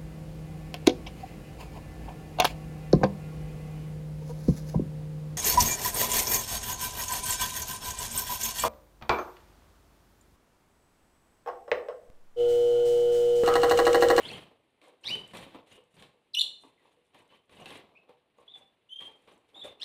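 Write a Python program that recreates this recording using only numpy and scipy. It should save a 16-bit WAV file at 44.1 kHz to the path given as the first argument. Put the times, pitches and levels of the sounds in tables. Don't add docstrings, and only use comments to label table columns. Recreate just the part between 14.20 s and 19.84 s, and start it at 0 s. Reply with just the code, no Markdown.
import sys
import numpy as np
from scipy import signal
from scipy.fft import rfft, irfft, next_fast_len
from scipy.io import wavfile
from scipy.ndimage import map_coordinates

SR = 44100
rng = np.random.default_rng(int(sys.argv[2]) if len(sys.argv) > 2 else 0)


def log_audio(samples):
    frames = np.atleast_2d(samples).T
    limited = np.clip(frames, -1, 1)
    pcm = np.round(limited * 32767).astype(np.int16)
    wavfile.write(sys.argv[1], SR, pcm)


N = 248724

# f/Hz, density/(dB per Hz)
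SHUDDER = [(120, -27), (280, 1), (500, 3), (750, -1), (1100, -3), (1400, -12), (2000, -44)]
# f/Hz, density/(dB per Hz)
RUSH = [(1000, -16), (1600, -3), (2500, 1), (3800, -2), (5000, -16.5), (7000, -28)]
# f/Hz, density/(dB per Hz)
CRACKLE = [(3500, -28), (5500, -4.5), (7000, -1), (9200, 4), (11500, -6.5), (15500, -23.5)]


def amp(db):
    return 10 ** (np.asarray(db) / 20)


def unit(x):
    return x / np.sqrt(np.mean(x ** 2) + 1e-20)


def along(points, hz):
    f, value = np.transpose(points)
    return np.interp(np.log(hz + 1), np.log(f + 1), value)


def wobble(rate, count=N):
    knots = rng.standard_normal(int(count * rate / SR) + 4)
    return map_coordinates(knots, [np.arange(count) * rate / SR])


def noise(count=N):
    return rng.standard_normal(count)


def filtered(x, response):
    size = next_fast_len(len(x) + 8192)
    spectrum = rfft(x, size) * response(np.fft.rfftfreq(size, 1 / SR))
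    return irfft(spectrum, size)[:len(x)]


def coloured(x, spectrum):
    return unit(filtered(x, lambda hz: amp(along(spectrum, hz))))


def walls(x, wet_db):
    # f/Hz, T60/s
    corner_t60 = [(200, 0.2), (3000, 0.3), (8000, 0.29), (14000, .18)]
    hz, t, grains = signal.stft(noise(SR // 2), SR, nperseg=256)
    near_db = -60 * t / along(corner_t60, hz)[:, None]
    far_db = -13.5 + 0.61 * near_db
    tail = signal.istft(grains * (amp(near_db) + amp(far_db)), SR, nperseg=256)[1]
    tail /= np.linalg.norm(tail)
    delayed = np.pad(x, (150, 0))
    return x + amp(wet_db) * signal.fftconvolve(delayed, tail)[:len(x)]


def chirps():
    # f/Hz, level/dB
    throat = [(1000, -39.5), (2000, -19.5), (2700, 7), (4300, 1.5), (5800, -7), (6500, -28), (7400, -15.5),
              (8600, -12.5), (11200, -15), (12500, -17.5), (14500, -24.5), (15500, -42), (30000, -82)]
    out, order = np.zeros(N + SR), np.arange(1, 6)[:, None]
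    for start, hz, db, slope_db, rough in calls():
        count = len(hz)
        rough = np.clip(rough, .05, 1)
        hz = hz * (1 + .08 * rough * wobble(900, count))
        share = amp(along(throat, order * hz) + slope_db * (order - 1))
        rasp = np.array([wobble(700, count) for _ in order])
        rasp_depth = np.minimum(1.1 * rough * order + 0.46 * (order - 1), 1.3)
        phase = 2 * np.pi * np.cumsum(hz) / SR
        tone = np.sum(share * (1 + rasp_depth * rasp) * np.sin(order * phase), axis=0)
        tone *= np.sqrt(2 / np.sum(share ** 2, axis=0))
        tone += 0.44 * rough ** 2 * coloured(noise(count), throat)
        throb = 1 + 1.3 * rough * wobble(130, count)
        call = np.pad(amp(db) * throb * tone, (0, SR // 2))
        out[round(start * SR):][:len(call)] += walls(call, wet_db=-5.5)
    return out[:N]


def calls():
    # t/s from its start, f/Hz, level/dB, slope/(dB per overtone), roughness/(0-1)
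    rise_shape = [(0, 1330, -33, -2, .2), (.009, 1427, -15.5, -2.5, 0.29), (.028, 1805, -13.5, -7, 0.35),
                  (.045, 1988, -5.5, -10.5, .4), (.062, 2450, -12.5, -3, 0.26),
                  (.074, 2817, -1.5, -4.5, 0.14), (.088, 2980, -4, -10, .06), (.108, 3038, 2, -20.5, .05),
                  (.138, 3032, -22, -26, .05)]
    # start/s, level/dB added, slope/(dB per overtone) added
    rise_starts = [(.834, -31.5, 1), (5.598, -30.5, 1.5)]
    # t/s in the scene, then columns as in the rise
    long_paths = [
        [(.018, 1400, -62, -15, .4), (.04, 1500, -56, -15, .3), (.064, 1650, -47, -15, .25),
         (.078, 2030, -54, -12, .45), (.088, 2120, -52, -14, .45), (.1, 2550, -48, -24, .4),
         (.12, 2900, -45, -24, .4), (.135, 3200, -49, -20, .35), (.175, 3000, -56, -20, .35)],
        [(2.135, 5200, -65, -12, .4), (2.14, 4100, -42, -12, .2), (2.143, 4000, -31, -12, .1),
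         (2.147, 3500, -40, -3, .45), (2.151, 2800, -31, -1, .35), (2.164, 2800, -33, -1, .4),
         (2.174, 2930, -25, -5, .12), (2.187, 2990, -25, -4, .12), (2.194, 2900, -50, -4, .2)],
    ]
    # start/s, length/s, first f/Hz, f neared/Hz, first level/dB, last level/dB,
    # slope/(dB per overtone), roughness/(0-1)
    short_notes = [(1.517, .08, 2943, 2844, -59.5, -73, -22, 0.56),
                   (2.187, 0.037, 3690, 3550, -29.5, -31.5, -3.5, .45),
                   (2.193, .027, 3920, 4160, -27, -24.5, -5.5, 0.5),
                   (2.576, 0.055, 2100, 1890, -77, -81, -38, .4),
                   (3.09, 0.066, 3000, 3040, -71, -70.5, -26.5, 0.36),
                   (3.368, 0.0675, 2950, 2830, -65.5, -62, -30, .4),
                   (3.752, 0.043, 2350, 2606, -58.5, -66, -37, 0.37),
                   (4.277, .052, 3334, 3640, -53.5, -57, -20, 0.24),
                   (4.336, 0.0404, 3460, 3478, -44.5, -56, -21, .19),
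                   (4.687, 0.051, 2790, 3150, -65.5, -36, -9.5, 0),
                   (4.691, 0.062, 3368, 3388, -61.5, -56.5, -2.5, 0.26),
                   (4.756, 0.13, 3170, 3201, -44, -50, -9, 0.2),
                   (5.343, .068, 3385, 3756, -52.5, -50, -6.5, 0.2),
                   (5.413, 0.048, 3396, 3590, -46.5, -44, -25, 0.19)]
    edge_s, glide_share = .004, .33

    def per_sample(s, *columns):
        grid = np.arange(s[0], s[-1], 1 / SR)
        return [s[0], *(np.interp(grid, s, column) for column in columns)]

    s, hz, db, slope_db, rough = np.transpose(rise_shape)
    found = [per_sample(start + s, hz, db + level_db, slope_db + tilt_db, rough)
             for start, level_db, tilt_db in rise_starts]
    found += [per_sample(*np.transpose(path)) for path in long_paths]
    for start, length, first_hz, last_hz, first_db, last_db, slope_db, rough in short_notes:
        t = np.arange(0, length, 1 / SR)
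        edge_db = 20 * np.log10(np.clip(np.minimum(t, length - t) / edge_s, 1 / 100, 1))
        hz = last_hz + (first_hz - last_hz) * np.exp(-t / (glide_share * length))
        db = first_db + (last_db - first_db) * t / length + edge_db
        found.append([start, hz, db, slope_db, np.full(len(t), rough)])
    return found


def flutter(push_db, shudder_db, rush_db):
    # f/Hz, density/(dB per Hz)
    push_spectrum = [(25, -17), (60, -9), (110, -0.5), (220, -1), (400, -19.5), (800, -41.5)]
    beat_hz = 21.08 * (1 + .15 * wobble(6.7))
    phase = np.cumsum(beat_hz) / SR % 1

    def air(depth_db):
        return amp(-depth_db * phase + 1.4 * wobble(60)) * noise()

    push = coloured(air(depth_db=6), push_spectrum)
    shudder = coloured(air(depth_db=4.5), SHUDDER)
    rush = coloured(walls(air(depth_db=5.5), wet_db=-6.5), RUSH)
    return amp(push_db) * push + amp(shudder_db + 2.0) * shudder + amp(rush_db + 3.5) * rush


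def bursts():
    # start/s, swell/s, hold/s, fade speed/x, push level/dB, shudder level/dB, rush level/dB,
    # crackle level/dB; shudder and rush stand before the trims in flutter()
    wing_bursts = [(-.02, 0.022, 0.17, 1.07, -53.5, -53.5, -56, -61.5),
                   (.615, 0.018, 0.054, 1.35, -89, -65, -68, -75),
                   (.81, .02, 0.011, 1.1, -92, -72, -78, -79),
                   (0.852, 0.056, 0.023, 0.743, -52, -54, -56.5, -60),
                   (1.08, 0.029, 0.0042, 1.5, -67, -75.5, -65, -72),
                   (1.134, 0.0061, 0.0172, 0.92, -55.5, -50, -53.5, -58),
                   (1.199, 0.0177, 0.018, 1.14, -54, -67, -59.5, -67),
                   (1.322, 0.031, .01, 1.8, -62, -53.5, -63, -77.5),
                   (1.463, 0.061, 0.029, 1.4, -67, -64.5, -67, -71),
                   (1.706, .03, 0.0154, 1.1, -90, -79, -81, -77),
                   (1.741, 0.067, 0.028, 1.5, -62, -65.5, -66, -73),
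                   (2.192, .05, 0.028, 1.01, -72.5, -67.5, -74, -93),
                   (2.398, 0.0103, 0.0089, 1.2, -82.5, -84, -89.5, -72),
                   (2.431, 0.019, 0.0133, 0.99, -74.5, -71.5, -74, -76.5),
                   (2.583, 0.076, 0.022, 1.2, -85, -72.5, -75, -84.5),
                   (2.703, 0.026, 0.006, 1.07, -84.5, -82, -87, -84.5),
                   (2.845, 0.0102, 0.013, 1.22, -92.5, -83, -90, -82),
                   (2.936, 0.011, 0.054, 1.3, -71.5, -66, -69.5, -78),
                   (3.087, 0.035, 0.031, 1.6, -72.5, -72, -70.5, -80.5),
                   (3.294, 0.0234, .05, .9, -64.5, -65.5, -68, -75),
                   (3.365, 0.036, 0.025, 0.46, -59, -57.5, -63.5, -69.5),
                   (3.467, 0.027, 0.073, 1.7, -65.5, -57.5, -57.5, -63.5),
                   (3.887, 0.0055, .01, 1.9, -75.5, -69.5, -72.5, -88.5),
                   (4.165, 0.019, 0.0277, 0.47, -78.5, -71, -76.5, -82.5),
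                   (4.34, 0.033, 0.026, 0.92, -73.5, -73, -73.5, -77.5),
                   (4.794, 0.021, 0.05, 1.17, -69.5, -62.5, -63, -69.5),
                   (4.95, 0.17, 0.017, 1.5, -79, -73, -74, -79),
                   (5.066, 0.0176, 0.0079, 0.89, -74.5, -64, -71.5, -93.5),
                   (5.283, 0.0093, .01, 1.5, -91.5, -76, -77.5, -80.5),
                   (5.335, 0.0283, .05, 0.98, -74, -63, -71, -81),
                   (5.438, 0.013, 0.01, 1.62, -59, -53.5, -56, -58.5),
                   (5.604, 0.0175, 0.061, 0.95, -72, -63.5, -63.5, -66)]
    fade_rates = [124, 89.1, 124.2, 220]
    rest_levels = [-85.5, -80, -85.5, -102]
    leap_s, swell_db = .008, 9
    grid = np.arange(0, N / SR + 1, 1 / 1000)
    power = amp(rest_levels)[:, None] ** 2 * np.ones(len(grid))
    for start, swell, hold, speed, *peaks_db in wing_bursts:
        marks = start + np.cumsum([-leap_s, leap_s, abs(swell), abs(hold), 1])
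        shape_db = [np.interp(grid, marks, [-60, -swell_db, 0, 0, -rate * speed]) for rate in fade_rates]
        power = power + amp(np.array(peaks_db)[:, None] + shape_db) ** 2
    return [np.interp(np.arange(N) / SR, grid, 10 * np.log10(p)) for p in power]


def knocks():
    # t/s, level/dB, tray spot f/Hz, wire spot f/Hz, wire level/dB, tick level/dB
    contacts = [(0.115, -36, 520, 824, -16, -6), (0.616, -53.5, 544, 1050, -11.5, -5),
                (.675, -47, 520, 796, -10, -24), (.844, -53.5, 565, 935, -2, 7.5),
                (0.901, -40.5, 169, 773, -13, -12.5), (.953, -35.5, 395, 725, -15, -5),
                (1.136, -33.5, 170.6, 1075, -14, -14), (1.171, -36.5, 165, 729, -16, -6.5),
                (1.227, -43.5, 153, 834, -8, -10), (1.347, -36.5, 300, 703, -10.5, -22),
                (1.51, -59, 412, 866, -17.5, -11), (1.578, -46.5, 467, 1150, -19, -17),
                (1.767, -50.5, 176, 760, -11, -6.5), (1.824, -47.5, 497, 1070, -9, 0.5),
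                (1.94, -58, 500, 1100, -16, -22.5), (2.244, -50, 552, 920, -15, -13.5),
                (2.437, -42.5, 327, 960, -9.5, -18), (2.649, -57, 525, 920, -0.5, -18),
                (2.765, -59, 484, 1190, -20, -20.5), (2.946, -56, 597, 942, 1.53, 0),
                (3.018, -61.5, 484, 920, 2, -14.5), (3.123, -54, 522, 1030, -4, -16),
                (3.295, -54.5, 260.5, 1130, -13, -8), (3.399, -44.5, 525, 1140, -12, -9),
                (3.458, -44.5, 336, 735, -3, 3.5), (3.505, -43, 321, 1020, -3, -2),
                (3.556, -43.5, 395, 1020, -15, -2.5), (3.894, -43.5, 510, 840, -14, -20),
                (4.185, -50, 490, 1066, -11, -20.5), (4.354, -60, 454, 717, 8, 2.5),
                (4.41, -57.5, 535, 764, 1, -28), (4.807, -59.5, 523, 1130, 6, 8.5),
                (4.879, -48, 447, 820, -6, -17), (5.077, -51.5, 533, 1120, -5.5, -11.5),
                (5.354, -56, 477, 790, 5.5, -5.5), (5.444, -33, 562.4, 820, -37, -30)]
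    # f/Hz, level/dB
    cage_modes = [(175, -4), (215, -1), (270, -2), (320, -5.5), (375, -4.5), (430, -1.5), (490, -1.5),
                  (545, -7), (600, -9), (780, 1), (885, 1), (964, -0.5), (1070, 0.5), (1145, 3.5)]
    ring_t60, thud_t60, tick_t60, snap_t60 = .135, 0.035, .035, 0.0174
    out, t = np.zeros(N + SR), np.arange(SR // 5) / SR
    count = len(t)
    hz, mode_db = np.transpose(cage_modes)[:, :, None]

    def near(spot_hz):
        return amp(-36 * np.abs(np.log2(hz / spot_hz)))

    for start, db, tray_hz, wire_hz, wire_db, tick_db in contacts:
        chance, turn = rng.standard_normal((2, len(hz), 1))
        strength = amp(mode_db + 0.5 * chance) * (near(tray_hz) + amp(wire_db) * near(wire_hz))
        rattle = amp(2.9 * np.array([wobble(45, count) for _ in hz]))
        ring = np.sum(strength * rattle * np.sin(2 * np.pi * hz * t + 2 * turn), axis=0)
        ring *= amp(-4.0 - 60 * t / ring_t60)
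        ring *= 1 - np.exp(-t / .002)
        thud = coloured(noise(count), SHUDDER) * amp(-10 - 60 * t / thud_t60)
        tick = coloured(noise(count), RUSH) * amp(tick_db - 60 * t / tick_t60)
        snap = coloured(noise(count), CRACKLE) * amp(tick_db - 13.5 - 60 * t / snap_t60)
        blow = np.pad(amp(db) * (ring + thud + tick + snap), (0, count))
        out[round(start * SR):][:len(blow)] += walls(blow, wet_db=-3.5)
    return out[:N]


def snaps():
    # t/s, nominal peak level/dB before the echo
    bright_snaps = [(0.2358, -51.5), (0.5053, -66), (0.9033, -45.5), (0.9542, -37.5), (1.077, -41),
                    (1.1049, -58), (1.1706, -33.5), (1.1935, -47), (1.2244, -54), (1.6387, -58),
                    (2.4129, -66), (3.0779, -57), (3.2568, -68.5), (3.3493, -59), (4.373, -61.5),
                    (4.8085, -48), (4.8274, -56.5), (4.8698, -53), (5.1779, -55.5)]
    crest_db, t60 = 14, 0.017
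    t, level = np.arange(N) / SR, np.zeros(N)
    for start, db in bright_snaps:
        level += (t >= start) * amp(db - crest_db - 60 * np.abs(t - start) / t60)
    return walls(level * coloured(noise(), CRACKLE), wet_db=-4.5)


def bag(level_db):
    struck = rng.random(N) < 700 / SR
    tiny_snaps = struck * amp(2.5 * rng.exponential(size=N)) * noise()
    hiss = amp(3.8 * wobble(90)) * noise()
    film = unit(hiss) + .6 * unit(tiny_snaps) + amp(-8) * pings()
    return amp(level_db) * coloured(film, CRACKLE)


def pings():
    pings_per_s, t60 = 45, .05
    count, t = round(pings_per_s * N / SR), np.arange(SR // 10) / SR
    at, pitch, size = rng.random((count, 3)).T[:, :, None]
    hz = 4800 * 3 ** pitch
    envelope = amp(12 * size - 60 * t / t60) * (1 - np.exp(-t / .003))
    tones = envelope * np.sin(2 * np.pi * hz * t)
    where = (at * N).astype(int) + np.arange(len(t))
    together = np.bincount(where.ravel(), tones.ravel(), N + SR)[:N]
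    return unit(together * (1 + .8 * wobble(400)))


def yard():
    # f/Hz, density/(dB per Hz)
    hush_spectrum = [(15, -35), (25, -9.5), (48, -3.5), (508, 2), (665, -6.5), (1140, -12), (1570, -9),
                     (2920, -6), (5720, -26.5), (9530, -17), (15500, -38.5)]
    return amp(-79.5 + 1.5 * wobble(0.96)) * coloured(noise(), hush_spectrum)


def scene():
    push_db, shudder_db, rush_db, crackle_db = bursts()
    birds = chirps() + flutter(push_db, shudder_db, rush_db)
    contacts = knocks() + snaps()
    return (birds + contacts + bag(crackle_db) + yard())[None]


def record(dry):
    top_hz, slope_hz = 15600, 150
    return filtered(dry[0], lambda hz: np.clip((top_hz - hz) / slope_hz, 0, 1))[None]


dry = scene()
out = record(dry)
log_audio(out)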